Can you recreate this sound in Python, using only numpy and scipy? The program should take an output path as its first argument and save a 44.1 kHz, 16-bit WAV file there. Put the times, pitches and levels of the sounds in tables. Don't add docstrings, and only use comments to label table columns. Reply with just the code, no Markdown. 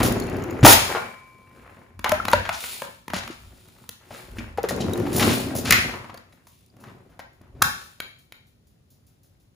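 import sys
import numpy as np
from scipy import signal
from scipy.fft import rfft, irfft, next_fast_len
from scipy.io import wavfile
from scipy.ndimage import uniform_filter1d

SR = 44100
rng = np.random.default_rng(int(sys.argv[2]) if len(sys.argv) > 2 else 0)


def to_wav(sig):
    pcm = np.clip(np.atleast_2d(sig), -1, 1) * 32767
    pcm = np.round(pcm).astype(np.int16)
    wavfile.write(sys.argv[1], SR, pcm.T)


def attenuation_scalar(level_db):
    decades = np.asarray(level_db, float) / 20
    return 10 ** decades


N = 421155
FFT = next_fast_len(N + SR)
HZ = np.arange(FFT // 2 + 1) * SR / FFT + 1

# frequency in Hz, level in dB per Hz.
AIR = [(15, -41.5), (30, -12.5), (107, -1.5), (250, -12), (950, -30.5), (3000, -35), (8000, -36),
       (15700, -39.5)]
AIR_DB = -67
# frequency in Hz, time to fade by 60 dB in seconds, level in dB.
ROOM = [(60.3, 0.35, -17.5), (250, 0.27, -21.5), (1000, 0.46, -21.5), (3000, 0.52, -25.5), (7000, .5, -27),
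        (14054, 0.21, -23)]
NOTES_IN_ROOM = 0.25

# time in seconds, level in dB, resonance in Hz.
CAVITY = [
    [(0.05, -23.5, 280.8), (0.09, -29.5, 279.3), (0.146, -27, 381), (0.18, -31.5, 333.4),
     (0.288, -29.5, 334.6), (0.36, -30.5, 403), (0.504, -33, 337.3), (0.602, -33.5, 425.4),
     (0.62, -32, 424.9)],
    [(4.7, -31, 477.7), (4.896, -29.5, 337), (4.988, -25, 367.7), (5.07, -27.5, 279), (5.172, -29, 333.3),
     (5.284, -19, 268), (5.37, -34.5, 272.1), (5.43, -32, 284.8), (5.68, -34, 261)],
]
CAVITY_WIDTH_HZ, CAVITY_DB = 57, -7

# time in seconds, speed as dB of rumble.
ROLL_OUT = [
    (0.0, -13),
    (0.03, -23),
    (0.19, -29.5),
    (0.32, -30),
    (0.38, -31.5),
    (0.6, -33),
    (0.76, -33),
    (0.9, -43.5),
    (1.1, -51.5),
]
# time in seconds, speed as dB of rumble.
ROLL_IN = [
    (4.6, -53),
    (4.74, -35.5),
    (4.8, -28),
    (5.05, -31.5),
    (5.23, -21),
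    (5.32, -27.5),
    (5.62, -33.5),
    (5.8, -35),
    (6.2, -60.5),
]
# boom, scrape and rattle, each in dB relative to the rumble.
OUT_MIX = (-10, 0, -30.5)
# boom, scrape and rattle, each in dB relative to the rumble.
IN_MIX = (-14.5, -7, -24.5)
# boom, rumble, scrape and rattle, each in dB.
REST_DB = (-67, -73.5, -75.5, -79)
# start in seconds, length in seconds, scrape in dB,
# rattle in dB relative to scrape, rumble in dB relative to scrape.
RUBS = [(0.869, 0.044, -20.5, -17, -33), (1.106, 0.45, -59, -8.5, 0.5), (1.557, 0.227, -47, -16.5, -5.5),
        (2.166, 0.22, -44.5, -18, 2), (2.42, 0.38, -45, -8.5, -18.5), (2.847, 0.055, -56, -13, -1.5),
        (3.193, .1, -45.5, -7, -3.5), (3.382, 0.45, -57, -0.5, -3), (4.147, 0.055, -38.5, -8.5, -11.5),
        (4.368, 0.03, -38.5, -14, -7), (5.7, 0.028, -26, -12, -7), (5.894, 0.0393, -32.5, -21.5, -12.5),
        (6.296, 0.04, -57.5, -16, -2), (6.83, 0.071, -51.5, -13, 4.5), (6.99, 0.17, -69, -6, 13),
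        (7.422, 0.021, -63, -23, 3.5), (7.622, 0.017, -56, -25, 13.5), (7.744, 0.075, -54.5, 5.5, -25),
        (8.024, 0.031, -71, -11, 6.5), (8.951, 0.029, -77, -4.5, -1), (9.099, 0.031, -74, -4, -9),
        (9.272, 0.035, -75.5, -9, -8.5)]
# start in seconds, length in seconds, level in dB.
SHAKES = [
    (0.0, 0.037, -38),
    (0.78, .06, -34.5),
    (2.28, .03, -48),
    (2.62, 0.13, -34.5),
    (5.16, .08, -40.5),
    (5.28, 0.067, -28),
    (5.78, 0.035, -38),
    (6.5, 0.11, -63),
]
# start in seconds, length in seconds, level in dB.
BOOMS = [(0.0, .04, -28), (0.63, 0.079, -28.5), (1.61, 0.023, -52.5), (1.97, 0.014, -43),
         (2.14, 0.079, -39), (2.36, .03, -32), (3.15, 0.022, -43.5), (3.44, 0.017, -41.5),
         (4.31, 0.22, -39), (5.22, .02, -31), (5.7, 0.017, -27.5), (6.84, 0.4, -62), (7.42, 0.031, -54),
         (7.56, 0.02, -36.5), (7.65, 0.015, -50), (8.04, 0.018, -65.5)]
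RUB_RISE_DB_S, RUB_FALL_DB_S = 150.5, 93.5
SHAKE_RISE_DB_S, SHAKE_FALL_DB_S = 129.5, 112
BOOM_RISE_DB_S, BOOM_FALL_DB_S = 249.5, 110.5
BOOM_HZ, BOOM_WIDTH_HZ = 60, 51
# resonance in Hz, width in Hz, level in dB.
PANEL = [(117, 49, 1), (239, 60, 2), (285, 58, -0.5), (381, 78, -3.5), (524, 78, -5.5), (680, 250, -10)]
# resonance in Hz, width in Hz, level in dB.
RUNNER = [(2240, 780, -6), (2680, 200, -6.5), (4350, 200, -12)]
# frequency in Hz, level in dB per Hz.
SCRAPE = [(220, -25), (380, -5), (750, -7.5), (1300, -8), (2200, -17.5), (3200, -25.5), (6000, -72)]
# frequency in Hz, level in dB per Hz.
RATTLE = [(1300, -27.5), (2300, -7), (4000, -4.5), (6500, -9.5), (8500, 0), (10500, -10), (14000, -8.5),
          (15800, -9)]
JUDDER_PER_S, JUDDER_DB = 40, 3

# start in seconds, peak in dB.
PUFFS = [(1.2694, -57), (6.3294, -56), (6.4692, -47.5), (6.8019, -49), (7.0994, -60), (7.3294, -61),
         (7.8394, -45), (8.1873, -51), (8.4682, -56.5), (8.6694, -57), (8.9032, -51), (9.0668, -54),
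         (9.2324, -53.5), (9.3994, -59.5)]
# start in seconds, peak in dB.
TICKS = [(0.1233, -21.5), (0.2, -23), (0.2394, -36), (0.2683, -37.5), (0.2984, -34), (0.3669, -35),
         (0.4237, -41), (0.4388, -33), (0.5092, -35.5), (0.5309, -50.5), (0.5882, -47), (2.3022, -26.5),
         (2.3154, -25.5), (4.6311, -28), (4.763, -30.5), (4.8125, -30), (4.9988, -33), (5.2053, -21.5),
         (5.6503, -26), (6.553, -54.5), (6.59, -56), (6.61, -54), (4.8973, -37), (4.9343, -24.5),
         (4.9761, -29), (5.083, -38), (6.6618, -51), (7.4155, -50), (7.4776, -62.5), (8.406, -63)]
# start in seconds, length in seconds,
# level in dB, centre in Hz, width in Hz.
SLIDES = [(0.029, 0.038, -23.5, 8010, 16050), (0.629, 0.022, -12.5, 603.4, 2566),
          (0.6337, 0.0092, -14.5, 3000, 8950), (0.649, .085, -9, 7503, 17050),
          (.652, 0.055, -5.5, 352.1, 689.4), (0.892, .01, -14.5, 601, 808), (0.949, 0.015, -9.5, 692, 1169),
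          (2.052, 0.017, -10.5, 1057, 916), (2.326, .005, -21, 2020, 6000),
          (4.687, 0.011, -28.5, 6000, 12000), (2.451, 0.0022, -20.5, 1453, 2390),
          (4.803, 0.02, -32.5, 4360, 6000), (2.527, 0.023, -31, 4480, 7000),
          (3.139, 0.048, -27.5, 1890, 7000), (3.307, 0.02, -43.5, 3000, 7000),
          (4.115, 0.073, -48, 2000, 6145), (5.129, 0.15, -30, 8465, 14980), (5.164, .04, -29, 10930, 11990),
          (5.194, 0.044, -17, 1486, 6150), (5.278, 0.053, -22.5, 1514, 5790),
          (5.551, 0.046, -30, 10960, 15050), (5.652, 0.052, -26, 3000, 7000),
          (5.728, 0.054, -16, 2088, 1970), (6.841, 0.062, -43.5, 910, 2000),
          (7.095, 0.049, -54.5, 910, 1800), (7.199, 0.031, -69.5, 1000, 2210),
          (7.41, 0.047, -55, 900, 1800), (7.554, 0.093, -54.5, 880, 1960)]

# start in seconds, pitch in Hz, level in dB, 60 dB fade in seconds.
HOLLOW = [(0.64, 303, -5, 0.092), (0.63, 125, -6, 0.16), (2.122, 615, -13, 0.12), (2.334, 590, -10, 0.075),
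          (2.332, 937, 2, 0.022), (2.823, 567, -43, 0.074), (3.137, 184, -25.5, 0.074),
          (4.582, 800, -17, 0.06), (4.584, 477, -18.5, 0.053), (4.58, 1400, -37, .04),
          (2.284, 4000, -14.5, 0.018), (2.333, 4400, -14, .02), (2.332, 3800, -17.5, 0.023),
          (2.332, 1400, -11, 0.047), (2.2, 1350, -11.5, 0.025), (4.691, 1900, -25.5, 0.032),
          (6.143, 4400, -40, 0.023), (6.174, 4600, -39.5, 0.031), (6.327, 3966, -49, .02),
          (6.7, 4800, -49, 0.018), (4.935, 3800, -25, 0.026), (4.82, 3120, -31, 0.034),
          (3.3, 333, -28.5, 0.043), (3.892, 470, -41, 0.027), (0.22, 4300, -34, 0.037),
          (.283, 4300, -40.5, 0.039), (4.639, 440, -17.5, 0.039), (7.618, 1270, -6, 0.025),
          (7.654, 148, -29, 0.067), (8.004, 1472, -29.5, 0.037)]
CUTLERY_HZ = [1040, 2293, 2385, 2826]
# level in dB, 60 dB fade in seconds.
CUTLERY = [(-43.5, 2.9), (-37, 1.8), (-41.5, 1.7), (-46.5, 0.63)]
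STOP_S = 0.66
# start in seconds, peak in dB.
BALLS = [(0.1227, -31.5), (0.18, -45.5), (0.18, -40), (0.1987, -34), (0.2235, -40.5), (0.234, -43),
         (0.2455, -46.5), (0.2683, -42), (0.2984, -42), (0.3351, -50), (0.344, -45.5), (0.3669, -44.5),
         (0.4233, -39), (0.4376, -40), (0.5004, -42.5), (0.5084, -42.5), (0.5084, -41), (0.5302, -46.5),
         (0.5736, -59), (0.5881, -56.5), (0.6081, -36.5)]
BALL_HZ, BALL_T60_S, BALL_DB = 6800, 0.02, -2.5

# start in seconds, level in dB.
LET_GO = [
    (8.003, -22),
    (8.323, -35.5),
]
# pitch in Hz, level in dB.
TRIGGER_MODES = [(700, -18), (1600, -9.5), (2400, -4.5), (3300, -3.5), (3900, -4), (4300, -13), (6930, -12),
                 (10500, -8), (14000, -8)]
RELEASE_T60_S = 0.012
# start in seconds, peak in dB, ring in Hz, crack and thud in dB relative to peak.
TRIGGER_KNOCKS = [(6.325, -45.5, 1900, -10, -18.5), (6.47, -41.5, 949, -6, -21),
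                  (6.767, -49, 695, -5, -6.5), (6.839, -34, 1310, -17, -14),
                  (7.193, -28, 777, -12.5, -12.5), (7.2, -30.5, 1664, -16, -17),
                  (7.413, -50, 572, -16.5, 9), (7.55, -50.5, 439, -29.5, 7), (7.622, -2, 1390, -1, -18),
                  (8.002, -27, 2200, -16, -35.5), (8.323, -34.5, 2190, -13.5, -32)]
# start in seconds, peak in dB, ring in Hz, crack and thud in dB relative to peak.
LIGHTER_KNOCKS = [(1.993, -28.5, 1080, -6, -6), (2.044, -6, 1080, -14, -26), (2.094, -12, 1005, -4.5, -15),
                  (2.119, -4, 629, -12.5, -22), (2.253, -13.5, 1098, -11.5, -13),
                  (2.283, -8, 878, -14, -19), (2.333, -2, 646, -14, -17), (2.492, -9, 735, -17, -44),
                  (2.64, -19, 1270, -14.5, -24), (2.82, -16, 547, -13, -28), (2.851, -32.5, 532, -6.5, -21),
                  (3.081, -21, 470, -11, -27), (3.102, -22.5, 980, -15.5, -13.5),
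                  (3.135, -12.5, 575, -13.5, -29), (3.165, -21, 2260, -10, -8),
                  (2.315, -20, 1070, -5.5, -23.5), (3.235, -27, 1830, -21.5, -18),
                  (3.277, -21, 1180, -13.5, -23.5), (3.686, -49.5, 729, 4, -14),
                  (3.84, -40.5, 415, -12.5, -13.5), (3.892, -28, 2390, 5, -12.5),
                  (3.929, -46, 2860, -5.5, -21)]
# start in seconds, peak in dB, ring in Hz, crack and thud in dB relative to peak.
DRAWER_KNOCKS = [(0.004, -13, 1048, -12.5, -0.5), (0.032, -13, 415, -3.5, -6),
                 (0.649, 8.5, 825, -11.5, -15), (0.664, 7.5, 867, -2.5, -25),
                 (4.107, -31.5, 629, -24.5, -9.5), (4.575, -26.5, 800, -12.5, -6),
                 (4.385, -24, 2377, -23, -1.5), (4.582, -20.5, 670, -24, -21),
                 (4.639, -16, 463, -27.5, -27), (4.688, -21, 1900, -5.5, -14),
                 (4.708, -19, 593, -20, -12.5), (5.066, -24.5, 785, -18.5, -7.5),
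                 (5.269, -14.5, 400.5, -25, -0.5), (5.676, -19.5, 1593, -12, -8.5),
                 (5.708, 2, 2110, -3, -28), (5.724, 3.5, 2066, -8, -28.5), (5.938, -26, 1050, -24.5, -10.5),
                 (6.044, -30.5, 1000, -22, -13), (6.096, -30.5, 1023, -24, -11),
                 (6.143, -34, 679, -4.5, -23), (6.175, -35.5, 1605, -5, -9.5)]

# frequency in Hz, likeness from 0 to 1.
LIKE = [(60, .985), (200, .96), (600, .6), (2000, .3), (5000, .35), (7000, .85), (8000, .995),
        (16000, .995)]
# frequency in Hz, difference in dB.
LEFT_DB = [(60, 0), (250, 1.2), (600, 4), (1200, 2), (3000, 3.3), (6000, 2.5), (7800, 0), (16000, 0)]
# frequency in Hz, level in dB.
MIC = [(30, -4), (80, 2), (6000, -3), (10000, -1.5), (13200, -2), (14500, -0.5), (15500, 1), (16000, -25.5)]
LAG_S, LAG_FROM_HZ, LAG_TO_HZ, LAG_STEPS = 1 / 3700, 6560, 15300, 0.42


def read(table, column=1):
    t = np.array(table, float)
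    return np.interp(np.log(HZ), np.log(t[:, 0] + 1), t[:, column])


def shape(x, gain):
    return irfft(rfft(x, FFT) * gain, FFT)[..., :N]


def unit(x):
    return x / np.sqrt(np.mean(x ** 2))


def add(track, s, x):
    i = int(s * SR)
    track[i:i + len(x)] += x[:N - i]


def ring(hz, t60, t):
    return np.sin(2 * np.pi * hz * t) * np.exp(-np.log(1000) * t / t60)


def peak(hz, width):
    return 1 / (1 + 1j * (HZ / hz - hz / HZ) * hz / width)


def resonate(x, hz, width):
    return signal.lfilter(*signal.iirpeak(min(hz, 12e3), hz / width, fs=SR), x)


def grains(rate, spread_db, tail_s):
    luck = np.minimum(rng.exponential(size=N), 4)
    size = (rng.random(N) < rate / SR) * attenuation_scalar(spread_db * luck)
    keep = np.exp(-1 / (max(tail_s, 1e-4) * SR))
    power = signal.lfilter([1], [1, -keep], size ** 2)
    return rng.standard_normal(N) * np.sqrt(power)


def room_air():
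    return attenuation_scalar(AIR_DB) * unit(shape(rng.standard_normal((2, N)), attenuation_scalar(read(AIR))))


def kitchen(x):
    t, cycles = np.arange(SR) / SR, np.arange(SR // 2 + 1) + 1
    hz, t60, db = np.transpose(ROOM)
    onset = np.clip((t - 0.004) / 0.015, 0, 1)
    tails = 0
    for f in 45 * 2 ** np.arange(9):
        fade = attenuation_scalar(np.interp(f, hz, db) - 60 * t / np.interp(f, hz, t60)) * onset
        band = np.clip(1 - np.abs(np.log2(cycles / f)), 0, 1) ** 0.5
        tails = tails + rfft(rng.standard_normal((2, SR)) * fade) * band
    echo = irfft(tails, SR)[:, :SR * 3 // 4]
    return shape(x, rfft(echo, FFT) * attenuation_scalar(-12.5))


def cavity():
    t = np.arange(N) / SR
    s, _, hz = np.concatenate(CAVITY).T
    slow = shape(rng.standard_normal((2, N)), 1 / (1 + 2j * HZ / CAVITY_WIDTH_HZ))
    turn = 2 * np.pi * np.cumsum(np.interp(t, s, hz)) / SR
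    gain = 0
    for run in CAVITY:
        run_s, run_db, _ = np.transpose(run)
        gain = gain + attenuation_scalar(CAVITY_DB + np.interp(t, run_s, run_db, left=-150, right=-150))
    return gain * unit(slow[0] * np.cos(turn) + slow[1] * np.sin(turn))


def swells(rows, rise_db_s, fall_db_s):
    t = np.arange(0, N, 64) / SR
    power = 0
    for s, length, db in rows:
        rise = rise_db_s * np.maximum(s - t, 0)
        fall = fall_db_s * np.maximum(t - s - length, 0)
        power = power + attenuation_scalar(db - rise - fall) ** 2
    return np.repeat(power, 64)[:N]


def rolling(curve, mix):
    s, db = np.transpose(curve)
    speed = attenuation_scalar(np.interp(np.arange(N) / SR, s, db, left=-150, right=-150))
    boom_db, scrape_db, rattle_db = mix
    return (speed * attenuation_scalar([boom_db, 0, scrape_db, rattle_db])[:, None]) ** 2


def handling():
    def rub(rows):
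        return swells(rows, RUB_RISE_DB_S, RUB_FALL_DB_S)

    boom = swells(BOOMS, BOOM_RISE_DB_S, BOOM_FALL_DB_S)
    rumble = rub([(s, length, db + rumble_db) for s, length, db, _, rumble_db in RUBS])
    scrape = rub([(s, length, db) for s, length, db, _, _ in RUBS])
    rattle = rub([(s, length, db + rattle_db) for s, length, db, rattle_db, _ in RUBS])
    shaken = swells(SHAKES, SHAKE_RISE_DB_S, SHAKE_FALL_DB_S)
    return np.array([boom, rumble, scrape, rattle + shaken])


def judder():
    hold = int(SR / JUDDER_PER_S)
    steps = np.repeat(rng.standard_normal(N // 200), hold)[:N]
    return attenuation_scalar(JUDDER_DB * uniform_filter1d(steps, hold // 2))


def motion():
    rest = attenuation_scalar(REST_DB)[:, None] ** 2
    power = handling() + rolling(ROLL_OUT, OUT_MIX) + rolling(ROLL_IN, IN_MIX) + rest
    panels = sum((-1) ** k * attenuation_scalar(db) * peak(f, w) for k, (f, w, db) in enumerate(PANEL))
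    runner = 1 + sum(attenuation_scalar(db + 9) * peak(f, w) for f, w, db in RUNNER)
    boom = unit(shape(rng.standard_normal(N), peak(BOOM_HZ, BOOM_WIDTH_HZ) ** 2))
    rumble = unit(shape(grains(550, 4.2, 0.00071), panels))
    scrape = unit(shape(grains(1000, 5.0, 0.00088), attenuation_scalar(read(SCRAPE)) * runner))
    rattle = unit(shape(grains(1800, 3.0, 0.002), attenuation_scalar(read(RATTLE))))
    layers = [boom * attenuation_scalar(-8.5), rumble * attenuation_scalar(-5.0), scrape * judder() * attenuation_scalar(-13.5), rattle * attenuation_scalar(-2.5)]
    return (np.array(layers) * np.sqrt(power)).sum(axis=0)


def ticks(table, t60, shift_db, ping):
    t, out = np.arange(SR // 3) / SR, np.zeros(N)
    for s, db in table:
        add(out, s, attenuation_scalar(db + shift_db - 60 * t / t60) * rng.standard_normal(len(t)))
    return shape(out, (1 + ping * peak(6000, 600)) / (1 + (3300 / HZ) ** 4))


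def slides():
    t, out = np.arange(SR // 4) / SR, np.zeros(N)
    skid = unit(grains(1100, 2.8, 0.0025))
    for s, length, db, hz, width_hz in SLIDES:
        gate = np.clip(t / 0.00089, 0, 1) * np.exp(-np.maximum(t - length, 0) / 0.014)
        rough = gate * skid[int(s * SR):][:len(t)]
        add(out, s, attenuation_scalar(db) * resonate(resonate(rough, hz, width_hz), hz, width_hz))
    return out


def notes():
    out, t = np.zeros(N), np.arange(2 * SR) / SR
    short = t[:SR // 3]
    for s, hz, db, t60 in HOLLOW:
        add(out, s, attenuation_scalar(db) * ring(hz, t60, short) * np.minimum(short / 0.0024, 1))
    for hz, (db, t60) in zip(CUTLERY_HZ, CUTLERY):
        add(out, STOP_S, attenuation_scalar(db) * ring(hz, t60, t))
    for s, db in BALLS:
        add(out, s, attenuation_scalar(db + BALL_DB) * ring(BALL_HZ * rng.uniform(1.0, 1.02), BALL_T60_S, t[:SR // 16]))
    return out


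def let_go():
    out, t = np.zeros(N), np.arange(SR // 8) / SR
    for s, db in LET_GO:
        for hz, part_db in TRIGGER_MODES:
            add(out, s, attenuation_scalar(db + part_db) * ring(hz * rng.uniform(0.95, 1.02), RELEASE_T60_S, t))
    return out


def clatter(decay_s, size):
    lags = decay_s * SR * np.geomspace(0.03, 0.5, 6) * rng.uniform(0.7, 1.3, 6)
    z = np.exp(-2j * np.pi * np.arange(size // 2 + 1) / size * np.ceil(lags)[:, None])
    all_pass = np.prod((z - 0.6) / (1 - 0.6 * z), axis=0)
    return irfft(all_pass, size) * np.sqrt(decay_s * SR / 2)


def knocks(table, t60, push_s, chatter_s, crack_s, thud_s, broad, note_db):
    t = np.arange(SR // 6) / SR
    rings, cracks, thuds = np.zeros((3, N))
    panel_thud = ring(110, thud_s, t) + 1.4 * ring(228, thud_s, t) + 0.67 * ring(311, thud_s, t)
    for s, db, hz, crack_db, thud_db in table:
        soft = attenuation_scalar(-0.4 * min(crack_db + 10.5, 0))
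        chatter = clatter(push_s * soft / 2 + chatter_s * soft ** 0.5, len(t))
        push = np.exp(-((t - 0.0015 * soft) / (0.00004 * soft)) ** 2) / soft
        blow = 0.6 * chatter + 1.656 * push
        body = resonate(resonate(blow, hz, broad * hz), hz, broad * hz)
        body = body + 0.44 * resonate(blow, 2.0 * hz, 1.0 * hz)
        note = resonate(blow, hz, 5 / np.clip(t60, 0.004, 0.3))
        both = body / np.abs(body).max() + attenuation_scalar(note_db) * note / np.abs(note).max()
        add(rings, s - 0.001 * soft, attenuation_scalar(db - 4.0) * both)
        add(cracks, s - 0.001, attenuation_scalar(db + crack_db) * clatter(crack_s, len(t)))
        add(thuds, s, attenuation_scalar(db + thud_db - 9.5) * panel_thud)
    return rings + shape(cracks, 1 / (1 + (2800 / HZ) ** 4)) + thuds


def scene():
    trigger = knocks(TRIGGER_KNOCKS, t60=0.015, push_s=0.0006, chatter_s=0.004, crack_s=0.0023,
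                     thud_s=0.035, broad=1.0, note_db=-17.5)
    lighter = knocks(LIGHTER_KNOCKS, t60=0.045, push_s=0.0005, chatter_s=0.003, crack_s=0.0016,
                     thud_s=0.059, broad=2.5, note_db=-15)
    drawer = knocks(DRAWER_KNOCKS, t60=0.04, push_s=0.002, chatter_s=0.004, crack_s=0.002,
                    thud_s=0.14, broad=1.1, note_db=-13)
    near = motion() + drawer + lighter + trigger + slides() + cavity() + let_go()
    near = near + ticks(TICKS, 0.018, -2.5, 0.3) + ticks(PUFFS, 0.29, -7.0, 0.01)
    rings = notes()
    shared, apart = kitchen(near + NOTES_IN_ROOM * rings) + room_air()
    side = shape(apart * attenuation_scalar(4.5), np.sqrt(1 - np.clip(read(LIKE), 0, 1)))
    return near + rings + shared + np.array([side, -side])


def low_pass(x):
    return signal.sosfilt(signal.butter(12, 15830, fs=SR, output="sos"), x)


def record(dry):
    turn = 2 * np.pi * LAG_S * (np.clip(HZ, LAG_FROM_HZ, LAG_TO_HZ) - LAG_FROM_HZ)
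    lag = turn - LAG_STEPS * np.sin(2 * turn)
    half = attenuation_scalar(read(LEFT_DB) / 2) * np.exp(0.5j * (0.016 * HZ / (HZ + 400) - lag))
    heard = shape(dry, attenuation_scalar(read(MIC)) * np.array([half, 1 / half]))
    limited = np.tanh(1.328 * heard) / 0.84
    return low_pass(limited)


dry = scene()
out = record(dry)
to_wav(out)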